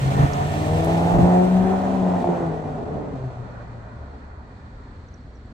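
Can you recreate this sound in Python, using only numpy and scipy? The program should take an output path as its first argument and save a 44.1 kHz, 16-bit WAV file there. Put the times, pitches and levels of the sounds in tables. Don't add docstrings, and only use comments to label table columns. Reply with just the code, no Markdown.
import sys
import numpy as np
from scipy import signal
from scipy.fft import rfft, irfft, next_fast_len
from scipy.io import wavfile
from scipy.ndimage import uniform_filter1d, map_coordinates

SR = 44100
rng = np.random.default_rng(int(sys.argv[2]) if len(sys.argv) > 2 else 0)


def to_wav(sig):
    pcm = np.clip(np.atleast_2d(sig), -1, 1) * 32767
    pcm = np.round(pcm).astype(np.int16)
    wavfile.write(sys.argv[1], SR, pcm.T)


N = 243851

# time_s, firing_rate_hz
FIRING_RATE = [(0, 133), (.5, 148.6), (.9, 165.1), (1.4, 181.8), (1.8, 190.4), (1.95, 189.5), (2.1, 181.8),
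               (2.3, 175.5), (2.42, 170.4), (2.5, 160.6), (2.7, 151.4), (2.95, 147.3), (3.05, 149),
               (3.12, 143), (3.15, 132.5), (3.45, 120), (3.75, 115.9), (4.05, 110.8), (5.53, 90.1)]
# time_s, level_db
BOOM = [(0, -35), (.031, -19), (.108, -19.5), (.122, -22.5), (.137, -32.5), (.152, -24), (.172, -17.5),
        (.186, -26.5), (.197, -16.5), (.212, -13), (.224, -27), (.24, -17), (.258, -26), (.27, -30),
        (.285, -30.5), (.3, -32), (.32, -29), (.44, -25), (.64, -31), (.73, -22.5), (.82, -25.5),
        (.98, -21), (1.11, -22.5), (1.24, -16), (1.5, -19), (1.56, -15), (1.8, -25), (2.07, -20),
        (2.2, -24.5), (2.245, -39), (2.3, -20), (2.41, -37), (2.46, -25), (2.61, -39), (2.71, -31),
        (2.81, -45.5), (2.97, -33), (3.1, -47.5), (3.16, -28.5), (3.2, -35.5), (3.25, -25.5), (3.29, -29.5),
        (3.317, -47.5), (3.393, -30), (3.55, -45), (3.76, -36.5), (3.83, -43), (3.97, -44.5), (4.15, -55.5),
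        (5.53, -91)]
# time_s, second_db, third_db, fourth_db, fifth_db
OVERTONES = [(0, -52, -46, -40, -47), (.2, -47, -37.5, -51, -32.5), (.33, -65.5, -37, -50, -35.5),
             (.48, -57, -47, -46, -35), (.55, -31.5, -49, -47, -40), (.65, -32, -45, -40, -33),
             (.72, -40.5, -33, -39, -53.5), (.85, -31.5, -32.5, -33, -40.5), (.97, -30.5, -49, -35, -38.5),
             (1.1, -33.5, -45.5, -25.5, -33.5), (1.21, -22.5, -43, -30, -45.5),
             (1.3, -29.5, -28.5, -24.5, -47), (1.41, -24.5, -33.5, -26, -43),
             (1.5, -35.5, -43.5, -37.5, -48), (1.7, -27, -46.5, -29, -53), (1.8, -34.5, -42, -39.5, -60),
             (2.0, -30, -39.5, -40, -54), (2.08, -31, -41, -31, -45), (2.2, -43.5, -41, -38, -44),
             (2.28, -26.5, -43, -25, -37), (2.33, -35.5, -37, -39.5, -43), (2.39, -28, -40.5, -41, -51),
             (2.45, -31, -38, -53, -52), (2.5, -40, -44, -48, -52.5), (2.7, -46, -57.5, -48, -48.5),
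             (2.92, -43.5, -39, -58, -48), (3.04, -36, -61, -63, -52), (3.1, -43.5, -53, -58, -55),
             (3.14, -37.5, -50.5, -62, -50.5), (3.2, -54.5, -41.5, -62.5, -57),
             (3.5, -50, -57, -55.5, -55.5), (4, -62.5, -77, -75, -77)]
# time_s, phase_scatter_rad (for the third multiple)
PHASE_SCATTER = [(0, .6), (.45, .3), (.7, .12), (1.4, .15), (1.8, .45), (2.4, .4), (5.53, .6)]
# multiple_of_firing_rate, gain_db
BURBLE = [(.5, 2.5), (0.624, 3.5), (0.749, -6.5), (1.375, -11)]
# time_s, gain_db
BURBLE_GAIN = [(0, -44.5), (.3, -47.5), (.55, -40.5), (.8, -36.5), (.95, -42), (1.2, -35), (1.4, -49.5),
               (1.75, -54.5), (1.95, -52), (2.2, -83), (2.9, -49.5), (3.1, -58), (3.6, -57.5)]
# pitch_hz, half_width_hz, lift_db
SILENCER_LIFT = [(94, 8.9, 5.5), (189.2, 14, 25), (260.3, 9.8, 31)]
# time_s, gain_db
THROTTLE = [(0, -3), (.5, -1), (.8, 2), (1.4, 2), (2.2, 0), (2.5, -2), (2.9, -5), (3.3, -12), (5.53, -30)]
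CYLINDERS = [1, -.7, .6, -.3, .1, -.2, -.7, .2]
# time_s, spread (no unit)
CHANCE_PUSH = [(0, .55), (.45, .35), (.6, .22), (1.4, .22), (1.6, .45), (2.5, .4), (5.53, .5)]
# pitch_hz, width_hz, gain_db
TAILPIPE = [(258, 57.6, -4.5), (421, 113, -5.5), (609, 110, -1), (728, 130, -0.5), (860, 142.4, -4.5),
            (1055, 207, -14.5)]
# start_s, start_gain_db, pitch_hz
RING_BURSTS = [(0.104, -23.5, 713), (0.166, -17.5, 410), (0.822, -24.5, 657), (0.872, -23, 606),
               (0.969, -25.5, 705), (1.138, -15, 713), (1.185, -10.5, 667), (1.837, -27, 604),
               (2.137, -13, 700), (2.243, -13, 718), (2.272, -15, 736), (2.289, -12.5, 428),
               (2.617, -35, 552), (2.638, -27.5, 870), (2.855, -25, 756), (3.153, -26, 693),
               (3.238, -34, 403), (3.303, -30.5, 680), (3.371, -28.5, 710)]
# time_s, exhaust_roar_db, tyre_db, hiss_db
CAR_LEVELS = [(0, -29, -42, -40.5), (.21, -23, -32.5, -40), (.29, -28.5, -36.5, -42), (.71, -27, -41, -40),
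              (1.26, -20.5, -32.5, -43), (1.42, -28, -36, -45), (2.3, -27.5, -39.5, -50),
              (2.59, -30.5, -44, -56), (2.99, -30, -49, -60), (3.11, -37, -49, -59),
              (3.71, -42, -49, -65.5), (3.95, -45.5, -49.5, -68), (4.12, -43.5, -51.5, -71.5),
              (4.22, -47, -52.5, -69.5), (4.32, -46, -52, -76.5), (4.6, -52, -52.5, -71.5),
              (4.95, -55.5, -58.5, -79), (5.53, -59.5, -65, -86)]
# pitch_hz, level_db_per_hz
PIPE_COLOUR = [(20, -68), (100, -7), (160, 5), (220, 0.5), (300, -10.5), (500, -4), (650, -2.5),
               (850, -7.5), (1100, -16.5), (1500, -22), (3000, -55.5), (9000, -120)]
# pitch_hz, half_width_hz, gain_db
DRONE = [(100, 29, 3.5), (236, 110, -1), (257.4, 8.4, 2.5), (262, 4.7, -17), (415.3, 28, 6), (583, 22, -9),
         (749, 10.2, 2.5)]
# time_s, level_db
DRONE_LEVEL = [(0, -55), (.3, -45), (1, -42), (2.1, -36.5), (2.42, -38.5), (2.48, -32), (2.6, -39),
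               (2.8, -36), (3, -37), (3.15, -46.5), (3.5, -60.5), (3.8, -68), (4.1, -59.5), (4.5, -62),
               (5.53, -75)]
# time_s, depth_db
PATCH_DEPTH = [(0, 2), (3, 2), (3.8, 1.6)]
# pitch_hz, level_db_per_hz
HISS_COLOUR = [(1500, 2.5), (2400, 3), (3000, 0.5), (3600, -1.5), (5000, -8.5), (6200, -8.5), (8300, -9),
               (9800, -18), (14400, -19.5), (15700, -25)]
# pitch_hz, level_db_per_hz
TYRE_COLOUR = [(400, -48), (900, 8), (1200, 4), (1450, 3), (1650, -2.5), (1820, -2.5), (2070, -5.5),
               (2200, -22), (2400, -7.5), (3000, -38.5), (6000, -120)]
# time_s, gain_db
WHINE_GAIN = [(0, -48), (.1, -50), (.19, -39.5), (.3, -50), (.4, -47), (.55, -45.5), (1.3, -51), (3, -84)]
# pitch_hz, gain_db
WHINE_BANDS = [(1800, -3.5), (2050, -9), (2350, -12.5)]
# start_s, start_gain_db, pitch_hz, half_width_hz
GRIT = [(.334, -33, 5700, 1200), (.846, -38, 9500, 5500), (.86, -44, 11000, 5000), (.979, -42, 4000, 2000),
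        (3.305, -55, 3200, 1200)]
# time_s, left_lead_samples (how far the left side leads)
BEARING = [(0, 17), (.5, 11), (1, 8), (1.5, 4), (2.2, 0), (3.5, -3), (5.53, -5)]
# peak_s, gain_db, half_length_s, left_over_right_db
GUSTS = [(0.102, -43, 0.059, -1.5), (0.195, -31.5, 0.044, -4.5), (0.249, -25.5, 0.013, -5.5),
         (1.162, -21.5, 0.036, -1), (1.234, -23, 0.046, 10.5), (1.628, -34, 0.048, -1),
         (3.152, -40.5, 0.041, -2), (5.271, -52.5, 0.04, 7)]
# pitch_hz, level_db_per_hz
WIND_COLOUR = [(15, -28.5), (30, -14.5), (50, -7), (80, -6.5), (150, -6), (230, -20.5), (300, -14.5),
               (600, -45), (2000, -120)]
# pitch_hz, level_db_per_hz
TOWN_COLOUR = [(15, -35), (25, -6), (70, -1.5), (110, -5), (170, -15), (240, -11), (340, -20), (700, -27),
               (1700, -29), (2300, -37), (2700, -43.5), (3900, -41.5), (4400, -37.5), (4800, -47.5),
               (8300, -54), (9200, -73.5), (15700, -81.5)]
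# pitch_hz, likeness (1 is the same)
TOWN_LIKENESS = [(60, 0.99), (180, 0.98), (550, 1), (900, 0.76), (1300, .35), (2000, .2), (4970, 0.063),
                 (15000, 0.46)]
# time_s, pitch_hz, level_db
HUM = [(3.7, 71.34, -62.5), (4.0, 72.2, -41), (4.15, 69.17, -46.5), (4.4, 78.03, -41.5), (4.55, 81.06, -54),
       (4.8, 85.25, -51), (5.05, 85.6, -42), (5.16, 79, -57), (5.2, 50.4, -47), (5.3, 57, -49),
       (5.53, 79.7, -41.5)]
# start_s, gain_db, start_pitch_hz, end_pitch_hz, length_s
BIRD = [(5.081, -59, 6790, 5260, 0.0131), (5.136, -53, 6620, 5120, 0.014), (5.118, -70, 6250, 6200, .018),
        (5.146, -68, 5000, 4300, .008), (5.208, -67, 5755, 5400, 0.01), (5.254, -72, 5340, 5440, .016),
        (5.3, -69.5, 5600, 5310, .02), (5.351, -61, 5630, 6010, 0.011), (5.367, -63, 5730, 5370, .012),
        (5.376, -70, 5270, 4750, .009), (5.455, -71, 7880, 7380, 0.0091), (5.473, -75, 6465, 6080, 0.0073)]
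# pitch_hz, side_over_middle_db
WIDEN = [(300, 0), (700, -0.5), (1100, 1.5), (1500, 4.5), (2200, 1.5), (3500, 0)]
# pitch_hz, left_over_right_db
SIDE_TILT = [(100, .2), (700, .8), (1300, -2), (4000, -2), (8000, -5), (15000, -2.5)]

FLUTTER_DB, FLUTTER_PER_S = 2, 20
MEAN_PUSH = .42
ECHO_DB = 0
DIP_S, DIP_DEPTH = .009, .62
BREEZE_DB, BREEZE_DB_PER_S = -29.5, -7
TOWN_DB = -41.5
TOP_HZ = 15700


def amp(db):
    return 10 ** (np.asarray(db) / 20)


def unit(x):
    return x / np.sqrt(np.mean(x ** 2) + 1e-20)


def along(points, hz):
    pitch_hz, value = np.transpose(points)
    return np.interp(np.log(hz + 1), np.log(pitch_hz + 1), value)


def curves(rows):
    time_s, *columns = np.transpose(rows)
    return [np.interp(np.arange(N) / SR, time_s, column) for column in columns]


def wobble(rate):
    steps = np.arange(0, N + 32, 32)
    knots = rng.standard_normal(N // 100)
    return np.interp(np.arange(N), steps, map_coordinates(knots, [steps * rate / SR]))


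def filtered(x, response):
    m = next_fast_len(N + SR // 2)
    return irfft(rfft(x, m) * response(np.fft.rfftfreq(m, 1 / SR)), m)[..., :N]


def coloured(x, spectrum):
    return unit(filtered(x, lambda hz: amp(along(spectrum, hz))))


def late(x, samples):
    return map_coordinates(x, [np.arange(N) - samples], order=3, mode="nearest")


def smeared(x):
    echoes = rng.standard_normal(SR // 20) * np.hanning(SR // 20)
    return signal.fftconvolve(x, echoes / np.linalg.norm(echoes))[:N]


def patchy(x):
    _, time_s, spectrum = signal.stft(x, SR, nperseg=512)
    random_field = rng.standard_normal(spectrum.shape[1:])
    field = uniform_filter1d(uniform_filter1d(random_field, 2, 0), 14, 1)
    depth_db = np.interp(time_s, *np.transpose(PATCH_DEPTH))
    return signal.istft(spectrum * amp(depth_db * unit(field)), nperseg=512)[1][:, :N]


def car():
    turns = 2 * np.pi * np.cumsum(curves(FIRING_RATE)[0]) / SR
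    roar_db, tyre_db, hiss_db = curves(CAR_LEVELS)
    noise, *scattered = exhaust_roar(turns, roar_db) + hiss(turns, tyre_db, hiss_db)
    tones = exhaust_tones(turns, roar_db)
    upper = lambda hz: hz ** 4 / (hz ** 4 + 330 ** 4)

    wall = amp(-2.0) * filtered(smeared(tones + noise), lambda hz: hz ** 2 / (hz ** 2 + 450 ** 2))
    dip_gain = level_dips()
    bass_tones = filtered(tones, lambda hz: 1 - upper(hz))
    direct = dip_gain * (noise + filtered(tones, upper)) + bass_tones + ring_bursts()
    scattered = filtered(np.array(scattered), lambda hz: hz / (hz + 500))
    scattered = np.sqrt(dip_gain) * amp(4.5) * scattered
    across = amp(-7.5) * filtered(smeared(tones), lambda hz: hz ** 2 / (hz ** 2 + 130 ** 2))

    left = direct + late(wall, 21) + across
    shift = filtered(late(direct, curves(BEARING)[0]) - direct, upper)
    right = direct + shift + wall - across
    return np.array([left, right]) + scattered + whine() + grit()


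def exhaust_tones(turns, roar_db):
    tone = lambda k, db, phase=0: np.sqrt(2) * amp(db) * np.cos(k * turns + phase)
    flutter = lambda: FLUTTER_DB * wobble(FLUTTER_PER_S)
    rate_hz, scatter = curves(FIRING_RATE)[0], curves(PHASE_SCATTER)[0]

    steady = tone(1, curves(BOOM)[0])
    for k, db in enumerate(curves(OVERTONES), start=2):
        steady = steady + tone(k, db + flutter(), k / 3 * scatter * wobble(30))
    steady = steady * amp(1.0 * wobble(60))

    lift = lambda f: sum(db / (1 + ((f - hz) / width) ** 2) for hz, width, db in SILENCER_LIFT)
    burble_db = curves(BURBLE_GAIN)[0]
    burble = sum(tone(k, burble_db + db + lift(k * rate_hz) + flutter()) for k, db in BURBLE)
    return steady + burble + amp(roar_db - 3 + curves(THROTTLE)[0]) * rasp(turns)


def rasp(turns):
    firing = np.arange(1, int(turns[-1] / (2 * np.pi)) - 1)
    at = np.interp(firing * 2 * np.pi, turns, np.arange(N))
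    luck = rng.standard_normal((len(firing), 2))
    at = np.clip(at + 3 * luck[:, 0], 0, N - 1).round().astype(int)
    chance = curves(CHANCE_PUSH)[0][at] * luck[:, 1]
    size = MEAN_PUSH + np.take(CYLINDERS, firing, mode="wrap") + chance
    pushes = np.bincount(at, size, N)

    def ring(f):
        return sum((-1) ** k * amp(db) * 1j * f * width / (hz * hz - f * f + 1j * f * width)
                   for k, (hz, width, db) in enumerate(TAILPIPE))

    return unit(filtered(pushes + amp(ECHO_DB) * smeared(pushes), ring))


def ring_bursts():
    out, t = np.zeros(N), np.arange(SR // 20) / SR
    for start_s, db, hz in RING_BURSTS:
        ring = (1 - np.exp(-t / .0003)) * np.sin(2 * np.pi * hz * t)
        out[round(start_s * SR):][:len(t)] += amp(db - 60 * t / .03) * ring
    return out


def level_dips():
    t = np.arange(N) / SR
    dips = sum(np.clip(1 - ((t - s + DIP_S / 2) / DIP_S * 2) ** 4, 0, 1) for s, *_ in RING_BURSTS)
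    return 1 - DIP_DEPTH * np.minimum(1, dips)


def exhaust_roar(turns, roar_db):
    puff_gain = (1 + 0.33 * np.cos(turns)) * amp(0.34 * wobble(70) + 0.49 * wobble(3.4))
    puffs = puff_gain * patchy(rng.standard_normal((3, N)))
    modes = lambda f: sum(amp(db) / (1 + ((f - hz) / width) ** 4) for hz, width, db in DRONE)
    share_db = -9 - np.maximum(curves(THROTTLE)[0], -10) / 2
    roar = amp(roar_db + share_db) * coloured(puffs, PIPE_COLOUR)
    return roar + amp(curves(DRONE_LEVEL)[0]) * unit(filtered(puffs, modes))


def hiss(turns, tyre_db, hiss_db):
    def chopped():
        gain = (1 + 0.046 * np.cos(turns)) * amp(0.9 * wobble(29.9) + 0.071 * wobble(8.7))
        return gain * rng.standard_normal((3, N))

    near = coloured(chopped(), HISS_COLOUR)
    dull = filtered(near, lambda hz: 1 / (1 + (hz / 8600) ** 14))
    far = np.clip((np.arange(N) / SR - 1.1) / 2.4, 0, 1) ** 1.1
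    broad = amp(hiss_db - 3.0) * ((1 - far) * near + far * dull)
    tyre_gain = amp(tyre_db - 5.0 + 1.4 * wobble(6.7))
    return broad + tyre_gain * coloured(patchy(chopped()), TYRE_COLOUR)


def whine():
    t = np.arange(N) / SR
    bands = sum(amp(db) * unit(wobble(130)) * np.sqrt(2) * np.sin(2 * np.pi * hz * t)
                for hz, db in WHINE_BANDS)
    return amp(curves(WHINE_GAIN)[0]) * bands


def grit():
    out, t = np.zeros(N), np.arange(400) / SR
    f = np.fft.rfftfreq(len(t), 1 / SR)
    for start_s, db, hz, width_hz in GRIT:
        spectrum = rfft(rng.standard_normal(len(t))) / (1 + ((f - hz) / width_hz) ** 4)
        burst = unit(irfft(spectrum, len(t)))
        out[round(start_s * SR):][:len(t)] += amp(db - 1 - 60 * t / .03) * burst
    return out


def gusts():
    strength = amp(BREEZE_DB + BREEZE_DB_PER_S * np.arange(N) / SR)
    for peak_s, db, half_s, lean_db in GUSTS:
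        shape = np.exp(-((np.arange(N) / SR - peak_s) / half_s) ** 4)
        strength = strength + amp([[db + lean_db / 2], [db - lean_db / 2]]) * shape
    lumps = amp(2.5 * np.array([wobble(20), wobble(20), wobble(20)]))
    shared, *own = coloured(lumps * rng.standard_normal((3, N)), WIND_COLOUR)
    return strength * (shared + 0.65 * np.array(own))


def town():
    def middle_and_side(hz):
        turn = np.arccos(np.clip(along(TOWN_LIKENESS, hz), -1, 1)) / 2
        return amp(along(TOWN_COLOUR, hz)) * np.array([np.cos(turn), np.sin(turn)])

    mid, side = filtered(rng.standard_normal((2, N)), middle_and_side)
    return amp(TOWN_DB + 0.92 * wobble(7.8)) * np.array([mid + side, mid - side]) / np.std(mid)


def hum():
    hz, db = curves(HUM)
    phase = 2 * np.pi * np.cumsum(hz) / SR + 0.7 * wobble(20)
    return np.sqrt(2) * amp(db + 3.1 * wobble(14)) * np.cos(phase)


def bird():
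    out = np.zeros(N)
    for start_s, db, start_hz, end_hz, length_s in BIRD:
        n = round(length_s * SR)
        phase = 2 * np.pi * np.cumsum(np.linspace(start_hz, end_hz, n)) / SR
        out[round(start_s * SR):][:n] += amp(db) * np.hanning(n) * np.sin(phase)
    out = out * amp(3 * wobble(400))
    return (out + amp(-13) * smeared(out)) * amp([[-2.5], [1.5]])


def scene():
    return car() + gusts() + town() + hum() + bird()


def record(dry):
    ending = np.minimum(1, np.arange(N)[::-1] / 200)
    mid_side = np.array([dry[0] + dry[1], dry[0] - dry[1]]) / 2
    mid, side = filtered(mid_side, lambda hz: amp(along(WIDEN, hz) * [[-.5], [.5]]))

    def balance(hz):
        return amp(along(SIDE_TILT, hz) * [[.5], [-.5]]) * (hz < TOP_HZ) * (hz > 12)

    return filtered(np.array([mid + side, mid - side]) * ending, balance)


dry = scene()
out = record(dry)
to_wav(out)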